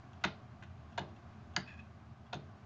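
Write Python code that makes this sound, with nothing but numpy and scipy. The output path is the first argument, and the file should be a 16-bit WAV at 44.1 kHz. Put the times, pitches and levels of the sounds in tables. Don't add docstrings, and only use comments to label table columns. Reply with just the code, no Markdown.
import sys
import numpy as np
from scipy import signal
from scipy.fft import irfft
from scipy.io import wavfile
from scipy.ndimage import uniform_filter1d

SR = 44100
rng = np.random.default_rng(int(sys.argv[2]) if len(sys.argv) > 2 else 0)


def ratio_of_db(decibels):
    return 10 ** (np.asarray(decibels, float) / 20)


def to_wav(s):
    ch = np.atleast_2d(s).T
    pcm = np.round(np.clip(ch, -1, 1) * 32767)
    wavfile.write(sys.argv[1], SR, pcm.astype(np.int16))


N = 116865

FOCUS_DB = 5


def evened(x):
    return x / np.sqrt(np.mean(x ** 2) + 1e-20)


def read(points, hz):
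    f, value = np.transpose(points)
    return np.interp(np.log(hz + 1), np.log(f + 1), value)


def add(mix, start_s, sound):
    part = mix[round(start_s * SR):][:len(sound)]
    part += sound[:len(part)]


def landings():
    # start_s, peak_db, focus_hz (most excited pitch)
    chatter = [
        [(.2392, -24, 2400), (.2404, -23, 2000), (.2427, -16.5, 1430), (.2452, -27, 2600), (.2470, -45, 2500),
         (.2486, -18, 1650), (.2512, -25, 2520), (.2535, -34.5, 2560), (.2550, -41, 1000)],
        [(.9773, -34, 3500), (.9789, -28, 1130), (.9808, -31.5, 2450), (.9824, -29, 3320), (.9838, -26.5, 730),
         (.9858, -27.5, 1500), (.9880, -31.5, 750), (.9903, -33, 890), (.9921, -31.5, 2400), (.9940, -40, 3910)],
        [(1.5629, -34.5, 2600), (1.5641, -14.5, 4720), (1.5652, -26.5, 3030), (1.5662, -22, 2000),
         (1.5705, -27, 940), (1.5770, -33, 1470), (1.5810, -43, 3000)],
        [(2.3279, -39.5, 1230), (2.3301, -31.5, 2000), (2.3318, -31.5, 744), (2.3330, -30, 3620),
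         (2.3356, -31, 820), (2.3402, -46, 1190), (2.3420, -38, 5000), (2.3445, -38.5, 4200),
         (2.3480, -41, 935), (2.3525, -42.5, 4200)],
        [(.6243, -44.5, 2000), (.6272, -43, 2500), (.6300, -54, 2000), (.6325, -49, 2450), (.6365, -44, 2960),
         (.6395, -52, 1800), (.6450, -62, 2500)],
    ]
    teeth = [
        [0, -8, -2.5, -6, -8, -8.5, -13, -10, -13, -18, -17, -11, -14, -14.5],
        [0, -9.5, -11, -10, -11.5, -15.5, -15, -16, -19.5, -26.5, -30.5, -21.5, -22, -20.5],
        [2.5, -1, 4, 1.5, -1.5, -15.5, -6.5, -16.5, -16.5, -8.5, -28, -16.5, -12.5, -17.5],
        [2, -8.5, -4, -7, -7.5, -2, -11.5, -1, -8, -45.5, -21, -13.5, -8, -20],
        [11.5, -2.5, -1.5, 0, -6.5, -3.5, -14.5, -19, -27, -32, -28, -19.5, -21, -20.5],
    ]
    aside = [0, 1, -6.5, -1.5, -2]
    aside_hz, floor_hz = 3500, 280
    spread_s = 0.0022
    out = np.zeros((2, N))
    treble_filter = signal.butter(2, aside_hz, "high", fs=SR)
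    for contacts, levels_db, aside_db in zip(chatter, teeth, aside):
        for start_s, peak_db, focus_hz in contacts:
            sound = ratio_of_db(peak_db) * blow(levels_db, focus_hz, spread_s)
            treble = signal.filtfilt(*treble_filter, sound)
            add(out[0], start_s - spread_s / 4, sound)
            add(out[1], start_s, sound + (ratio_of_db(aside_db) - 1) * treble)
    return signal.sosfilt(signal.butter(2, floor_hz, "high", fs=SR, output="sos"), out)


def blow(levels_db, focus_hz, spread_s):
    # pitch_hz, width_hz
    wheel = [(715, 39), (900, 138), (1430, 65), (1660, 62), (2020, 62), (2550, 78), (2920, 190),
             (3600, 280), (4150, 510), (4750, 270), (5400, 150), (6000, 120), (6480, 160), (7100, 740)]
    minor_db, ripple_db = -14, 3
    hz = np.fft.rfftfreq(4096, 1 / SR)
    f, width_hz = np.transpose(wheel)
    resonance = 1 / (1 + (2 * (hz[:, None] - f) / width_hz) ** 2)
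    clear = (ratio_of_db(levels_db) ** 2 * resonance).sum(axis=1)
    bed = ratio_of_db(read(list(zip(f, levels_db)), hz) + minor_db) ** 2
    ripple = evened(uniform_filter1d(rng.standard_normal(len(hz)), size=14))
    focus_loss_db = FOCUS_DB * np.log2((hz + 20) / focus_hz) ** 2
    gain = np.sqrt(clear + bed) * ratio_of_db(ripple_db * ripple - focus_loss_db)

    log_gain = np.log(np.concatenate([gain, gain[-2:0:-1]]) + 1e-6)
    prompt = np.exp(np.conj(signal.hilbert(log_gain)))[:len(hz)]

    band = np.minimum(hz // 300, 29).astype(int)
    late_s = spread_s * rng.random(30)[band] ** 2
    lag = 2 * np.pi * hz[1] * np.cumsum(uniform_filter1d(late_s, size=25))
    return irfft(prompt * np.exp(-1j * lag))[:3000] / abs(irfft(prompt)).max()


def thuds():
    # start_s, level_db, rise_s, lowest_mode_db, upper_modes_db
    frame_blows = [
        (.250, -31.5, 0.0036, -4.5, 0.5),
        (.991, -34.5, 0.015, 1, 0),
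        (1.573, -34, 0.0028, -5, -2.5),
        (2.344, -37.5, .013, 5, 4),
    ]
    # pitch_hz, level_db, t60_s
    frame_modes = [(142.4, -5.5, 0.29), (186.7, -1.5, 0.17), (218.9, -15.5, 0.12), (248.5, -16, 0.27),
                   (303.8, -9.5, 0.14), (356.3, -7.5, 0.15), (436.5, -17, 0.39), (611, -3.5, 0.056)]
    upper_hz = 240
    out, t = np.zeros(N), np.arange(SR // 2)[:, None] / SR
    hz, mode_db, t60_s = np.transpose(frame_modes)
    for start_s, level_db, rise_s, low_db, upper_db in frame_blows:
        loaded_db = mode_db + low_db * (hz == hz.min()) + upper_db * (hz > upper_hz)
        tones = np.sin(2 * np.pi * (hz * t + rng.random(len(hz))))
        modes = ratio_of_db(loaded_db - 60 * t / t60_s) * tones
        rise = 1 - np.exp(-(t / rise_s) ** 2)
        add(out, start_s, ratio_of_db(level_db) * (rise * modes).sum(axis=1))
    return out


def squeak():
    # start_s, level_db, length_s
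    squeals = [(1.66, -66.5, 0.0074), (1.672, -57, 0.016), (1.686, -57, 0.012), (1.699, -57.5, 0.013),
               (1.711, -63, 0.019), (1.726, -66, .010), (1.736, -62.5, 0.0078), (1.74, -70, 0.028),
               (1.772, -64.5, 0.0086), (1.776, -68.5, .010), (1.790, -58.5, 0.004), (1.795, -62.5, 0.0064)]
    # pitch_hz, width_hz, level_db
    squeal_body = [(1660, 110, -8), (1920, 110, -10), (2535, 60, 0), (3420, 140, -16), (3800, 1200, -26),
                   (5600, 300, -29), (6700, 300, -31)]
    slip_hz, waver_share, roughness, clicks_per_s = 845, 0.03, 1.1, 3000
    loose = evened(rng.standard_normal(N) * (rng.random(N) < clicks_per_s / SR))
    waver = evened(uniform_filter1d(rng.standard_normal(N), size=300))
    cycles = np.cumsum(slip_hz * (1 + waver_share * waver)) / SR
    steady = evened(np.diff(np.floor(cycles), prepend=0))
    level = np.zeros(N)
    for start_s, level_db, length_s in squeals:
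        swell = np.sqrt(np.hanning(round((length_s + 0.0035) * SR)))
        add(level, start_s - 0.002, ratio_of_db(level_db) * swell)
    return signal.oaconvolve((steady + roughness * loose) * level, ring(squeal_body))[:N]


def slips():
    # start_s, level_db, length_s
    scuffs = [(.131, -65, .01), (.210, -66, .02), (.623, -62, .02), (.921, -66, .015), (1.088, -68, .01),
              (1.162, -66, .01), (1.537, -67, .015), (1.798, -64, .01), (2.264, -67, .015)]
    # pitch_hz, width_hz, level_db
    scuff_body = [(725, 330, -15), (1530, 340, -0.5), (1920, 430, -5), (2720, 69, 3.5), (3320, 200, -3.5),
                  (4200, 350, -14.5), (5600, 230, -16), (7560, 1300, -19.5)]
    drive, t = np.zeros(N), np.arange(2000) / SR
    for start_s, level_db, length_s in scuffs:
        strength = rng.standard_normal(2000) * ratio_of_db(2.9 * rng.exponential(1, 2000))
        spray = strength * (rng.random(2000) < 0.08)
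        add(drive, start_s, ratio_of_db(level_db) * evened(spray) * np.exp(-(t / length_s) ** 2))
    return signal.oaconvolve(drive, ring(scuff_body))[:N]


def ring(body, size=3000):
    t = np.arange(size)[:, None] / SR
    hz, width_hz, level_db = np.transpose(body)
    sign = (-1) ** np.arange(len(hz))
    decay = width_hz * np.exp(-np.pi * width_hz * t)
    modes = sign * ratio_of_db(level_db) * decay * np.sin(2 * np.pi * hz * t)
    return evened(modes.sum(axis=1)) / np.sqrt(size)


def shop(x):
    # pitch_hz, t60_s, level_db
    walls = [(151, 1, 6.5), (716, 0.25, -3.5), (2000, 0.25, -6), (4200, 0.24, -2), (5200, 0.37, -7.5),
             (7000, 0.14, -8.5)]
    gap_s, scatter_per_s = 0.00067, 150
    out, at = np.zeros(N), np.arange(0, SR - 20, 12)
    f, t60_s, level_db = np.transpose(walls)
    for k in range(3):
        taps = np.zeros(SR)
        taps[at + rng.integers(0, 12, len(at))] = rng.choice([-1., 1.], len(at))
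        hz, t, z = signal.stft(taps, SR, nperseg=256)
        start_db = read(list(zip(f, level_db)), hz)[:, None]
        decay_s = read(list(zip(f, t60_s)), hz)[:, None]
        tail = signal.istft(z * ratio_of_db(start_db - 60 * t / decay_s), SR, nperseg=256)[1]
        tail = tail * np.clip(np.arange(len(tail)) / SR / gap_s, 0, 1) ** 2
        turn = np.cos(np.pi * (scatter_per_s * np.arange(N) / SR + k / 3))
        out += signal.fftconvolve(x * turn, tail / np.linalg.norm(tail))[:N]
    return out


def air():
    # pitch_hz, level_db (per Hz)
    air_colour = [(25, -21), (64, -35.5), (78, -11), (180, -13), (312, -27), (1140, -28), (2200, -35),
                  (8000, -51.5)]
    # pitch_hz, width_hz, level_db
    ducts = [(79.5, 28.4, 10.5), (120.8, 11.2, 8.5), (223.5, 21.3, 9), (362.6, 136, 6), (712, 132, 9),
             (1130, 174, 6), (1537, 130, 4)]
    # time_s, level_db
    draught = [(0, 0.8), (.5, -0.2), (1.0, 0.2), (1.45, 0.3), (1.85, -0.9), (2.2, -1.8), (2.65, 0.2)]
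    air_db, patch_db = -53, 0.9
    frames, hz = N // 2048 + 5, np.fft.rfftfreq(8192, 1 / SR)
    a, b, patches = rng.standard_normal((frames, 4097, 3)).T
    patches = evened(uniform_filter1d(patches, 80, 0))
    colour_db = read(air_colour, hz)
    for f, width_hz, level_db in ducts:
        colour_db = colour_db + level_db * np.exp(-((hz - f) / width_hz) ** 2)
    z = (a + 1j * b) * ratio_of_db(colour_db[:, None] + patch_db * patches)
    noise = signal.istft(z, nperseg=8192, noverlap=6144)[1][4096:N + 4096]
    swell_db = np.interp(np.arange(N) / SR, *np.transpose(draught))
    return ratio_of_db(air_db + swell_db) * evened(noise)


def scene():
    near, aside = landings()
    rubbing = slips() + squeak()
    echo = ratio_of_db(-11) * shop(aside + rubbing)
    return (near + rubbing + echo + thuds() + air())[None]


def top_cut(x):
    return signal.sosfilt(signal.butter(12, 8900, fs=SR, output="sos"), x)


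def record(dry):
    notch_hz, notch_wide_hz, notch_depth = 478.4, 87, 0.89
    edge_hz, edge_wide_hz, edge_db = 7500, 160, -22
    hiss_db = -89.5
    r, c = np.exp(-np.pi * notch_wide_hz / SR), np.cos(2 * np.pi * notch_hz / SR)
    q = 1 - (1 - r) * (1 - notch_depth)
    dipped = signal.lfilter([1, -2 * q * c, q * q], [1, -2 * r * c, r * r], dry)
    hz = np.linspace(0, SR / 2, 400)
    slope = np.clip((edge_hz - hz) / edge_wide_hz, -50, 50)
    step = signal.firwin2(255, hz, ratio_of_db(edge_db / (1 + np.exp(slope))), fs=SR)
    hiss = ratio_of_db(hiss_db) * rng.standard_normal(dry.shape)
    return top_cut(signal.oaconvolve(dipped, step[None], "same") + hiss)


dry = scene()
out = record(dry)
to_wav(out)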